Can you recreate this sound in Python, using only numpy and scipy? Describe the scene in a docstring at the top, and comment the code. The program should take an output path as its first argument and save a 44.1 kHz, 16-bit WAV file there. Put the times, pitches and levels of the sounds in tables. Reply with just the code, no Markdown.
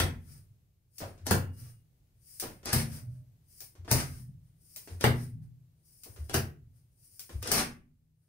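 """Dough slaps on a floured wooden board, about one every 1.25 s: coloured bursts of touches, board modes, skid.
Between them a rope of dough is gripped and wiped (grain noise), snaps with a pop in the fist, and flops back.
The table booms and rocks underneath as low swelling tones; a soft hiss swells into each slap.
A small hard-walled kitchen, noise decaying band by band, rings around it over low rumble and a faint hum."""
import sys
import numpy as np
from scipy import signal
from scipy.fft import rfft, irfft, next_fast_len
from scipy.io import wavfile

SR = 44100
rng = np.random.default_rng(int(sys.argv[2]) if len(sys.argv) > 2 else 0)


def inscribe(sig):
    """Save sig as 16-bit PCM at rate SR to the path in sys.argv[1].

    A 1-D sig is mono; a 2-D sig holds one channel per row.
    Samples are clipped to [-1, 1] before scaling.
    """
    pcm = np.round(np.clip(np.atleast_2d(sig).T, -1, 1) * 32767)
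    wavfile.write(sys.argv[1], SR, pcm.astype(np.int16))


N = 365313
TIME_S = np.arange(N) / SR
SHORT_S = TIME_S[:SR]

# Event levels are those of burst(), ahead of the gains in place().
# Hand and dough hit the board: t/s, crack/dB, smack/dB, air pocket f/Hz, thud/dB, thud f/Hz, skid/dB, skid length/s
SLAPS = [(0.001, -32.5, -25, 3200, -25, 88.9, -39, 0.011), (1.2672, -35.5, -37, 900, -40, 200, -41, 0.071),
         (1.31, -27.5, -21.5, 1400, -23.5, 104.1, -44.5, 0.035),
         (2.657, -40.5, -42.5, 1204, -43, 171, -37, 0.059),
         (2.731, -25.5, -31, 2470, -21.5, 122, -34, 0.093),
         (3.878, -69.5, -41.5, 1790, -44.5, 107.5, -46.5, 0.051),
         (3.914, -23.5, -27.5, 1206, -22, 108.6, -32, 0.11),
         (5.01, -42, -38.5, 5580, -46, 123.7, -46.5, 0.031),
         (5.0404, -31.5, -19, 2600, -20, 125.4, -46.5, .04),
         (6.296, -47.5, -42, 3510, -47, 109.5, -53.5, 0.025),
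         (6.342, -29.5, -25.5, 2200, -28, 87.2, -37, 0.036),
         (7.427, -43, -44.5, 3470, -50.5, 109.5, -40.5, 0.085),
         (7.474, -39, -40, 2010, -44.5, 228.5, -41.5, 0.048),
         (7.517, -24.5, -30.5, 2500, -36, 137, -26.5, 0.09),
         (7.549, -44.5, -43.5, 1490, -34.5, 203.8, -31, 0.077)]
# Fist pulls the rope apart: t/s, snap/dB, hollow pop/dB, pop delay/s, grip/dB, pull before/s, slide after/s
TEARS = [(0.982, -42, -37.5, 0.033, -59.5, 0.074, 0.11), (2.3981, -32, -39.5, 0.026, -53, 0.2, 0.087),
         (3.6044, -43, -63, 0.0067, -55, .15, 0.043), (4.761, -41, -63.5, 0.0047, -57.5, .19, .16),
         (6.0344, -46.5, -56.5, 0.022, -59, .23, 0.22), (7.1937, -41.5, -74, 0.013, -59, 0.27, 0.21)]
# Limp rope flops onto the board: t/s, pat/dB, thud/dB, thud f/Hz, swell/s
FLOPS = [(1.004, -46.5, -42.5, 97, 0.016), (1.178, -63.5, -41, 91.6, .034), (2.431, -44.5, -50, 127, 0.025),
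         (2.631, -56.5, -54.5, 95, .01), (3.753, -63.5, -41.5, 87.5, 0.033),
         (3.848, -58.5, -55.5, 100, .012), (4.875, -51.5, -36, 88, 0.027), (6.061, -62, -47.5, 94.6, .032),
         (6.162, -56, -35, 76, .032), (7.294, -52, -29, 85, 0.036)]
# Palm wipes over the dough for a new grip: t/s, grip/dB, length/s
WIPES = [(0.24, -61, 0.15), (1.551, -58, 0.16), (2.891, -50.5, .1), (3.075, -74, 0.11), (4.027, -55, 0.18),
         (4.432, -82, 0.067), (5.139, -54, .12), (5.415, -77, 0.03), (6.72, -79, 0.11), (8.185, -85.5, .12)]
# Nominal modes of board and table: f/Hz, level/dB, t60/s
BOARD_MODES = [(56, -9.5, 0.26), (65, -9.5, 0.17), (77.72, -3.5, 0.16), (92.7, -4.5, 0.37),
               (103, -2, 0.073), (125.5, -2.5, 0.4), (135.8, -11, 0.46), (151.2, -6.5, 0.61),
               (157.7, -28, 2.4), (199, -5, 0.056), (232.7, 0, 0.45), (251.3, -9.5, 0.83),
               (318, 1.5, 0.089), (414, 0, 0.29), (505, 2.5, 0.2), (677, -5.5, 0.22), (780, -0.5, 0.3)]
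# Spectrum of air cracking out: f/Hz, level/dB
CRACK_SPECTRUM = [(200, -18), (1000, -15.5), (2200, -9), (3600, -10), (5300, 0), (7400, -7), (9000, -0.5),
                  (12000, -7.5), (15500, 1)]
# Spectrum of the flesh smack: f/Hz, level/dB
SMACK_SPECTRUM = [(80, -15.5), (230, 3), (330, 2.5), (500, 1), (630, -2), (800, -1), (1050, -7),
                  (1600, -3.5), (2200, -8.5), (3500, -5.5), (5500, -7), (15500, -14.5)]
# Spectrum of the flour skid: f/Hz, level/dB
SKID_SPECTRUM = [(100, -7), (300, 6), (900, -0.5), (1500, 3.5), (3500, -6), (5300, 2), (7400, -9),
                 (9000, 1.5), (12000, -8), (15500, -9)]
# Spectrum of the pop in the fist: f/Hz, level/dB
POP_SPECTRUM = [(90, -10.5), (250, -6), (550, -1.5), (850, -5.5), (1200, -11), (2200, -21.5), (5000, -26.5),
                (15000, -55.5)]
# Spectrum of a rope pat: f/Hz, level/dB
PAT_SPECTRUM = [(90, -2.5), (350, 2), (800, -7), (1700, -9.5), (3500, -16), (5500, -14), (15000, -30)]
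# Spectrum of firm skin rub: f/Hz, level/dB
SKIN_SPECTRUM = [(400, -28.5), (1000, -25), (2200, -15.5), (3700, -23.5), (5000, -1.5), (7500, -10.5),
                 (9000, 3), (11800, -7.5), (15000, -3.5)]
# Thin hiss of the lightest touch: f/Hz, level/dB
BRUSH_SPECTRUM = [(1000, -37), (7600, -21.5), (9100, 0), (10000, -8.5), (11200, -15), (15000, -16)]
# Spectrum of the low background: f/Hz, level/dB
LOW_SPECTRUM = [(20, -15.5), (50, -4), (100, -1), (135, -4), (200, -17), (400, -24.5), (1000, -35.5),
                (3000, -37.5), (9000, -39.5), (15500, -36.5)]
# Low background: dying tail of earlier blows at the start, then quiet rumble: t/s, level/dB
LOW_LEVEL = [(0, -57), (0.8, -71), (1.3, -67.5), (3.4, -65.5), (5.8, -68), (7.1, -69), (7.7, -72),
             (8.28, -75.5)]
# Steady motor hum: f/Hz, level/dB
HUM = [(96.9, -79), (123.8, -77)]
# Decay of the kitchen: f/Hz, t60/s
ROOM_DECAY = [(60, 0.86), (150, .6), (300, 0.36), (700, 0.27), (2000, 0.32), (5000, 0.21), (10000, 0.24),
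              (16000, 0.26)]
# A light touch is duller than a full blow: crack/dB, top of treble f/Hz (lowpass() caps it at SR / 3)
EDGE = [(-33.5, 7700), (-30.5, 18000)]

TOP_HZ = 15600
LEAD_S = .03  # soft hiss swelling into each slap
SAG_S = .022  # weight of the rope after its first pat
# Grip gain over a pull, fast at first, levelling off before the snap.
TIGHTEN_DB, TIGHTEN_CURVE = 22.5, 2.8
# Grip loss while the rope slides through the fist; extra loss once it lets go.
SLACKEN_DB_PER_S, LET_GO_DB_PER_S = 21.5, 248.5
# Grip at the ends of a wipe, and the flour it drags, both against its middle.
WIPE_ENDS_DB, WIPE_FLOUR_DB = -8.5, 1.5
# Catch and slip of the skin: rms spread of the grip, rate.
CATCH_DB, CATCH_HZ = 3, 35
# Table rocking back as the weight comes off after a slap.
ROCK_DELAY_S, ROCK_SWELL_S, ROCK_DB = .27, .058, -18
ROCK_HZ, ROCK_FOLLOW = 126.9, 0.21  # own pitch, share of the way to the thud pitch


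def amp(db):
    """Decibels to gain."""
    return 10 ** (np.asarray(db) / 20)


def unit(x):
    """Scale to an rms of 1."""
    return x / np.sqrt(np.mean(x ** 2))


def burst(x, db):
    """Scale a short sound to the energy of 30 ms at this rms level."""
    return x * amp(db) * np.sqrt(.03 * SR / np.sum(x ** 2))


def add(track, t_s, x):
    """Mix a short stereo sound in at t_s, cropped to the track."""
    start = int(round(t_s * SR))
    x = x[:, max(-start, 0):N - start]
    first = max(start, 0)
    track[:, first:first + x.shape[1]] += x


def lookup(points, hz):
    """Read a table on a log-frequency axis."""
    f, value = np.transpose(points)
    return np.interp(np.log(np.maximum(hz, 1)), np.log(f), value)


def lowpass(x, hz):
    """Gentle second-order roll-off."""
    return signal.sosfilt(signal.butter(2, min(hz, SR / 3), fs=SR, output="sos"), x)


def colour(x, points):
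    """Causal minimum-phase filter with the given spectrum, by folding the cepstrum."""
    size = 2 * next_fast_len(len(x) // 2 + 1024, real=True)
    gain = amp(lookup(points, np.fft.rfftfreq(size, 1 / SR)))
    cepstrum = irfft(np.log(gain))
    cepstrum[1:size // 2] *= 2
    cepstrum[size // 2:] = 0
    return irfft(rfft(x, size) * np.exp(rfft(cepstrum)))[:len(x)]


def diffuse(size, spacing_m=0.17):
    """Noise from all sides at two ports: alike in the bass, unrelated in the treble."""
    likeness = .95 * np.sinc(2 * np.fft.rfftfreq(size, 1 / SR) * spacing_m / 343)

    def random_phase(power):
        return np.exp(2j * np.pi * rng.random(len(power))) * np.sqrt(power)

    mid = random_phase(1 + likeness)
    side = random_phase(1 - likeness)
    return unit(irfft(np.array([mid + side, mid - side]), size))


def kitchen(build_s=0.00015, hold_s=0.0053):
    """Dense echoes of near walls build up, hold briefly, die band by band; each call draws its own."""
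    t = SHORT_S[:30000]
    noise = rfft(diffuse(len(t)))
    hz = np.fft.rfftfreq(len(t), 1 / SR)
    octave = np.log2(np.clip(hz, 62.5, 16000) / 62.5)
    tail = 0
    for k in range(9):
        band = irfft(noise * np.maximum(1 - abs(octave - k), 0), len(t))
        t60_s = lookup(ROOM_DECAY, 62.5 * 2 ** k)
        tail = tail + band * np.exp(-np.log(1000) * np.maximum(t - hold_s, 0) / t60_s)
    tail = tail * (1 - np.exp(-t / build_s))
    return tail / np.sqrt(np.sum(tail ** 2) / 2)


def place(x, room, direct_db, room_db, pan_db):
    """The straight path reaches the left port first; the room comes from everywhere."""
    late = np.concatenate([np.zeros(4), x[:-4]])
    direct = np.array([x * amp(pan_db / 2), late * amp(-pan_db / 2)])
    echoes = signal.fftconvolve(x[None], room, axes=1)[:, :len(x)]
    return amp(direct_db) * direct + amp(room_db) * echoes


def background():
    """A faint motor hum in low coloured noise: a dying tail at the start, then quiet rumble."""
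    low = unit(np.array([colour(side, LOW_SPECTRUM) for side in diffuse(N)]))
    hum = sum(amp(db) * unit(np.sin(2 * np.pi * hz * TIME_S)) for hz, db in HUM)
    return amp(np.interp(TIME_S, *np.transpose(LOW_LEVEL))) * low + hum


def swelling_hiss(rise_s=.004):
    """A short noise swells exponentially and stops at LEAD_S."""
    swell = np.exp(np.minimum(SHORT_S - LEAD_S, 0) / rise_s) * (SHORT_S < LEAD_S)
    return colour(rng.standard_normal(SR) * swell, SKID_SPECTRUM)


def contact(decay_s, spectrum, grit=0.99):
    """One main touch and many tiny ones right after it, evened out so that no pitch stands out."""
    touches = rng.choice([-1, 1], SR) * np.exp(-SHORT_S / decay_s)
    touches *= grit / np.sqrt(np.sum(touches ** 2))
    touches[0] = 1
    even = irfft(np.exp(1j * np.angle(rfft(touches))), SR)  # phase only: flat spectrum
    even[SR // 2:] = 0
    return colour(even, spectrum)


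def peel(length_s, spectrum):
    """A contact line races across the dough within a few milliseconds."""
    arch = np.sin(np.pi * np.minimum(SHORT_S / length_s, 1))
    return colour(rng.choice([-1, 1], SR) * arch, spectrum)


def cupped(x, hz, q=0.81):
    """The air pocket under the palm rings at hz and muffles what lies above."""
    corner = 2 * SR * np.tan(np.pi * min(hz, SR / 3) / SR)
    return signal.lfilter(*signal.bilinear([corner ** 2], [1, corner / q, corner ** 2], SR), x)


def board(hz, cycles=0.46, scatter_db=2.5, hard=0.071, body_db=-10.5, body_hz=175, body_s=.014):
    """The landing dough wobbles briefly and drives the board modes; each blow weights them anew."""
    wobble = np.exp(-SHORT_S * hz / cycles) * np.sin(2 * np.pi * hz * SHORT_S)
    push = wobble + hard * np.exp(-SHORT_S * hz)
    ring = 0
    for k, (f, db, t60_s) in enumerate(BOARD_MODES):
        mode_hz = f * (1 + 0.017 * rng.standard_normal())  # each pitch is scattered a little at random
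        gain = (-1) ** k * amp(db + scatter_db * rng.standard_normal())
        fade = np.exp(-np.log(1000) * SHORT_S / t60_s)
        ring = ring + gain * fade * np.sin(2 * np.pi * mode_hz * SHORT_S)
    # The patch under the dough gives way at once, before the modes have built up.
    tones = np.sin(2 * np.pi * hz * SHORT_S) + 0.42 * np.sin(2 * np.pi * body_hz * SHORT_S)
    body = np.exp(-SHORT_S / body_s) * tones
    return unit(signal.fftconvolve(push, ring)[:SR]) - amp(body_db) * unit(body)


def skid(length_s, lumpy_db=2, slip_hz=90):
    """Flour grains grind under the sliding hand, which catches and slips."""
    slips = unit(lowpass(rng.standard_normal(SR), slip_hz))
    grains = rng.standard_normal(SR) * amp(5.0 * rng.standard_normal(SR) + lumpy_db * slips)
    stroke = np.sin(np.pi * np.minimum(SHORT_S / length_s, 1)).clip(0) ** .5
    return colour(grains * stroke, SKID_SPECTRUM)


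def slaps():
    """Air cracks out from under the dough, the flesh smacks, the board thuds and the hand skids on flour."""
    out = np.zeros((2, N))
    for t_s, crack_db, smack_db, pocket_hz, thud_db, thud_hz, skid_db, skid_s in SLAPS:
        room = kitchen()
        edge_hz = np.interp(crack_db, *np.transpose(EDGE))
        hiss = burst(swelling_hiss(rise_s=0.0045), crack_db - 10.0)
        crack = contact(decay_s=0.00038, spectrum=CRACK_SPECTRUM, grit=2.1)
        crack = burst(lowpass(crack, edge_hz), crack_db)
        line = burst(peel(0.0012, CRACK_SPECTRUM), crack_db)
        smack = contact(decay_s=0.0033, spectrum=SMACK_SPECTRUM, grit=1.4)
        smack = burst(cupped(smack, pocket_hz), smack_db)
        thud = burst(board(thud_hz), thud_db)
        slide = burst(lowpass(skid(skid_s), edge_hz), skid_db)
        add(out, t_s - LEAD_S, place(hiss, room, direct_db=-7, room_db=0.0, pan_db=8.5))
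        add(out, t_s, place(crack, room, direct_db=-15.0, room_db=-2.0, pan_db=4.5))
        add(out, t_s, place(line, room, direct_db=-8.0, room_db=-20, pan_db=9.5))
        add(out, t_s + .0008, place(smack, room, direct_db=-9.0, room_db=-3.0, pan_db=3.0))
        add(out, t_s, place(thud, room, direct_db=-0.3, room_db=-8.0, pan_db=2.0))
        add(out, t_s, place(slide, room, direct_db=-5.0, room_db=0.5, pan_db=3.0))
    return out


def grip():
    """Pressure of skin on dough in dB: builds up to each tear, slackens after it, arches over each wipe."""
    gestures = []
    for t_s, _, _, _, db, pull_s, slide_s in TEARS:
        ahead = np.clip((t_s - TIME_S) / pull_s, 0, 2)
        since_s = np.maximum(TIME_S - t_s, 0)
        tighten = TIGHTEN_DB * ahead ** TIGHTEN_CURVE
        let_go = LET_GO_DB_PER_S * np.maximum(since_s - slide_s, 0)
        gestures.append(db - tighten - SLACKEN_DB_PER_S * since_s - let_go)
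    for t_s, db, length_s in WIPES:
        gestures.append(db + WIPE_ENDS_DB * (2 * (TIME_S - t_s) / length_s - 1) ** 2)
    return np.maximum(np.max(gestures, axis=0), -120)


def rubbing():
    """Fine flour grains hiss between skin and dough; a light touch is thin, a firm grip broad."""
    grip_db = grip() + CATCH_DB * unit(lowpass(rng.standard_normal(N), CATCH_HZ))
    grains = rng.standard_normal((2, N)) * amp(2.7 * rng.standard_normal((2, N)))
    firm = unit(colour(grains[0], SKIN_SPECTRUM)) * amp(grip_db - 5.5)
    light = unit(colour(grains[1], BRUSH_SPECTRUM)) * amp(.65 * grip_db - 34)
    out = place(firm + light, kitchen(), direct_db=-6.5, room_db=4.5, pan_db=11)
    for t_s, db, length_s in WIPES:
        flour = burst(skid(length_s), db + WIPE_FLOUR_DB)
        add(out, t_s, place(flour, kitchen(), direct_db=-11, room_db=-1, pan_db=5))
    return out


def boom(hz, swell_s, rough=0.17, shudder_db=6.0):
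    """The table swings under a soft load: a low tone that swells, shudders and fades."""
    waver, shudder = (unit(lowpass(noise, 17)) for noise in rng.standard_normal((2, SR)))
    swell = (SHORT_S / swell_s) ** 2 * np.exp(-2 * SHORT_S / swell_s)
    tone = np.sin(2 * np.pi * hz * SHORT_S + rough * waver)
    return swell * amp(shudder_db * shudder) * tone


def rocking(heavy_db=-22, growth=2.1):
    """After each slap the table swings back; a heavy blow rocks it far more than a light one."""
    out = np.zeros((2, N))
    for t_s, _, _, _, thud_db, thud_hz, _, _ in SLAPS:
        hz = ROCK_HZ + ROCK_FOLLOW * (thud_hz - ROCK_HZ)
        db = heavy_db + growth * (thud_db - heavy_db) + ROCK_DB
        swing = burst(boom(hz, ROCK_SWELL_S, rough=1.0, shudder_db=4.5), db)
        add(out, t_s + ROCK_DELAY_S, place(swing, kitchen(), direct_db=-3.0, room_db=-3.5, pan_db=2))
    return out


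def tears():
    """The stretched dough snaps, and the gap pops in the hollow of the fist."""
    out = np.zeros((2, N))
    for t_s, snap_db, pop_db, delay_s, *_ in TEARS:
        room = kitchen()
        line = burst(peel(0.0033, CRACK_SPECTRUM), snap_db)
        fibres = burst(contact(decay_s=0.0073, spectrum=CRACK_SPECTRUM, grit=4.5), snap_db)
        pop = burst(contact(decay_s=0.014, spectrum=POP_SPECTRUM, grit=1.0), pop_db)
        add(out, t_s, place(line, room, direct_db=-8.5, room_db=-11.5, pan_db=3))
        add(out, t_s, place(fibres, room, direct_db=-13.5, room_db=-1.5, pan_db=10))
        add(out, t_s + delay_s, place(pop, room, direct_db=-21.5, room_db=-2.0, pan_db=10))
    return out


def flops():
    """The tip of the rope pats down, then the rest settles along its length and loads the table."""
    out = np.zeros((2, N))
    for t_s, pat_db, thud_db, hz, swell_s in FLOPS:
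        room = kitchen()
        tip = burst(contact(decay_s=0.0092, spectrum=PAT_SPECTRUM), pat_db)
        rest = burst(contact(decay_s=.035, spectrum=PAT_SPECTRUM, grit=4.2), pat_db - 4)
        load = burst(boom(hz, swell_s), thud_db)
        add(out, t_s, place(tip, room, direct_db=-8.5, room_db=1.03, pan_db=2.5))
        add(out, t_s + SAG_S, place(rest, room, direct_db=-9, room_db=-1.0, pan_db=2.5))
        add(out, t_s + SAG_S, place(load, room, direct_db=-1.3, room_db=-8, pan_db=2.5))
    return out


def scene():
    """The work at the board over the quiet of the kitchen."""
    return background() + slaps() + rubbing() + rocking() + tears() + flops()


def record(dry):
    """The left port is a little brighter; the sharpest peaks are rounded and the top is cut steeply."""
    treble = signal.sosfilt(signal.butter(1, 7000, "high", fs=SR, output="sos"), dry[0])
    left = dry[0] + 0.53 * treble
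    rounded = .75 * np.tanh(np.array([left, dry[1]]) / .75)
    return signal.sosfilt(signal.ellip(10, .2, 80, TOP_HZ, fs=SR, output="sos"), rounded)


dry = scene()
out = record(dry)
inscribe(out)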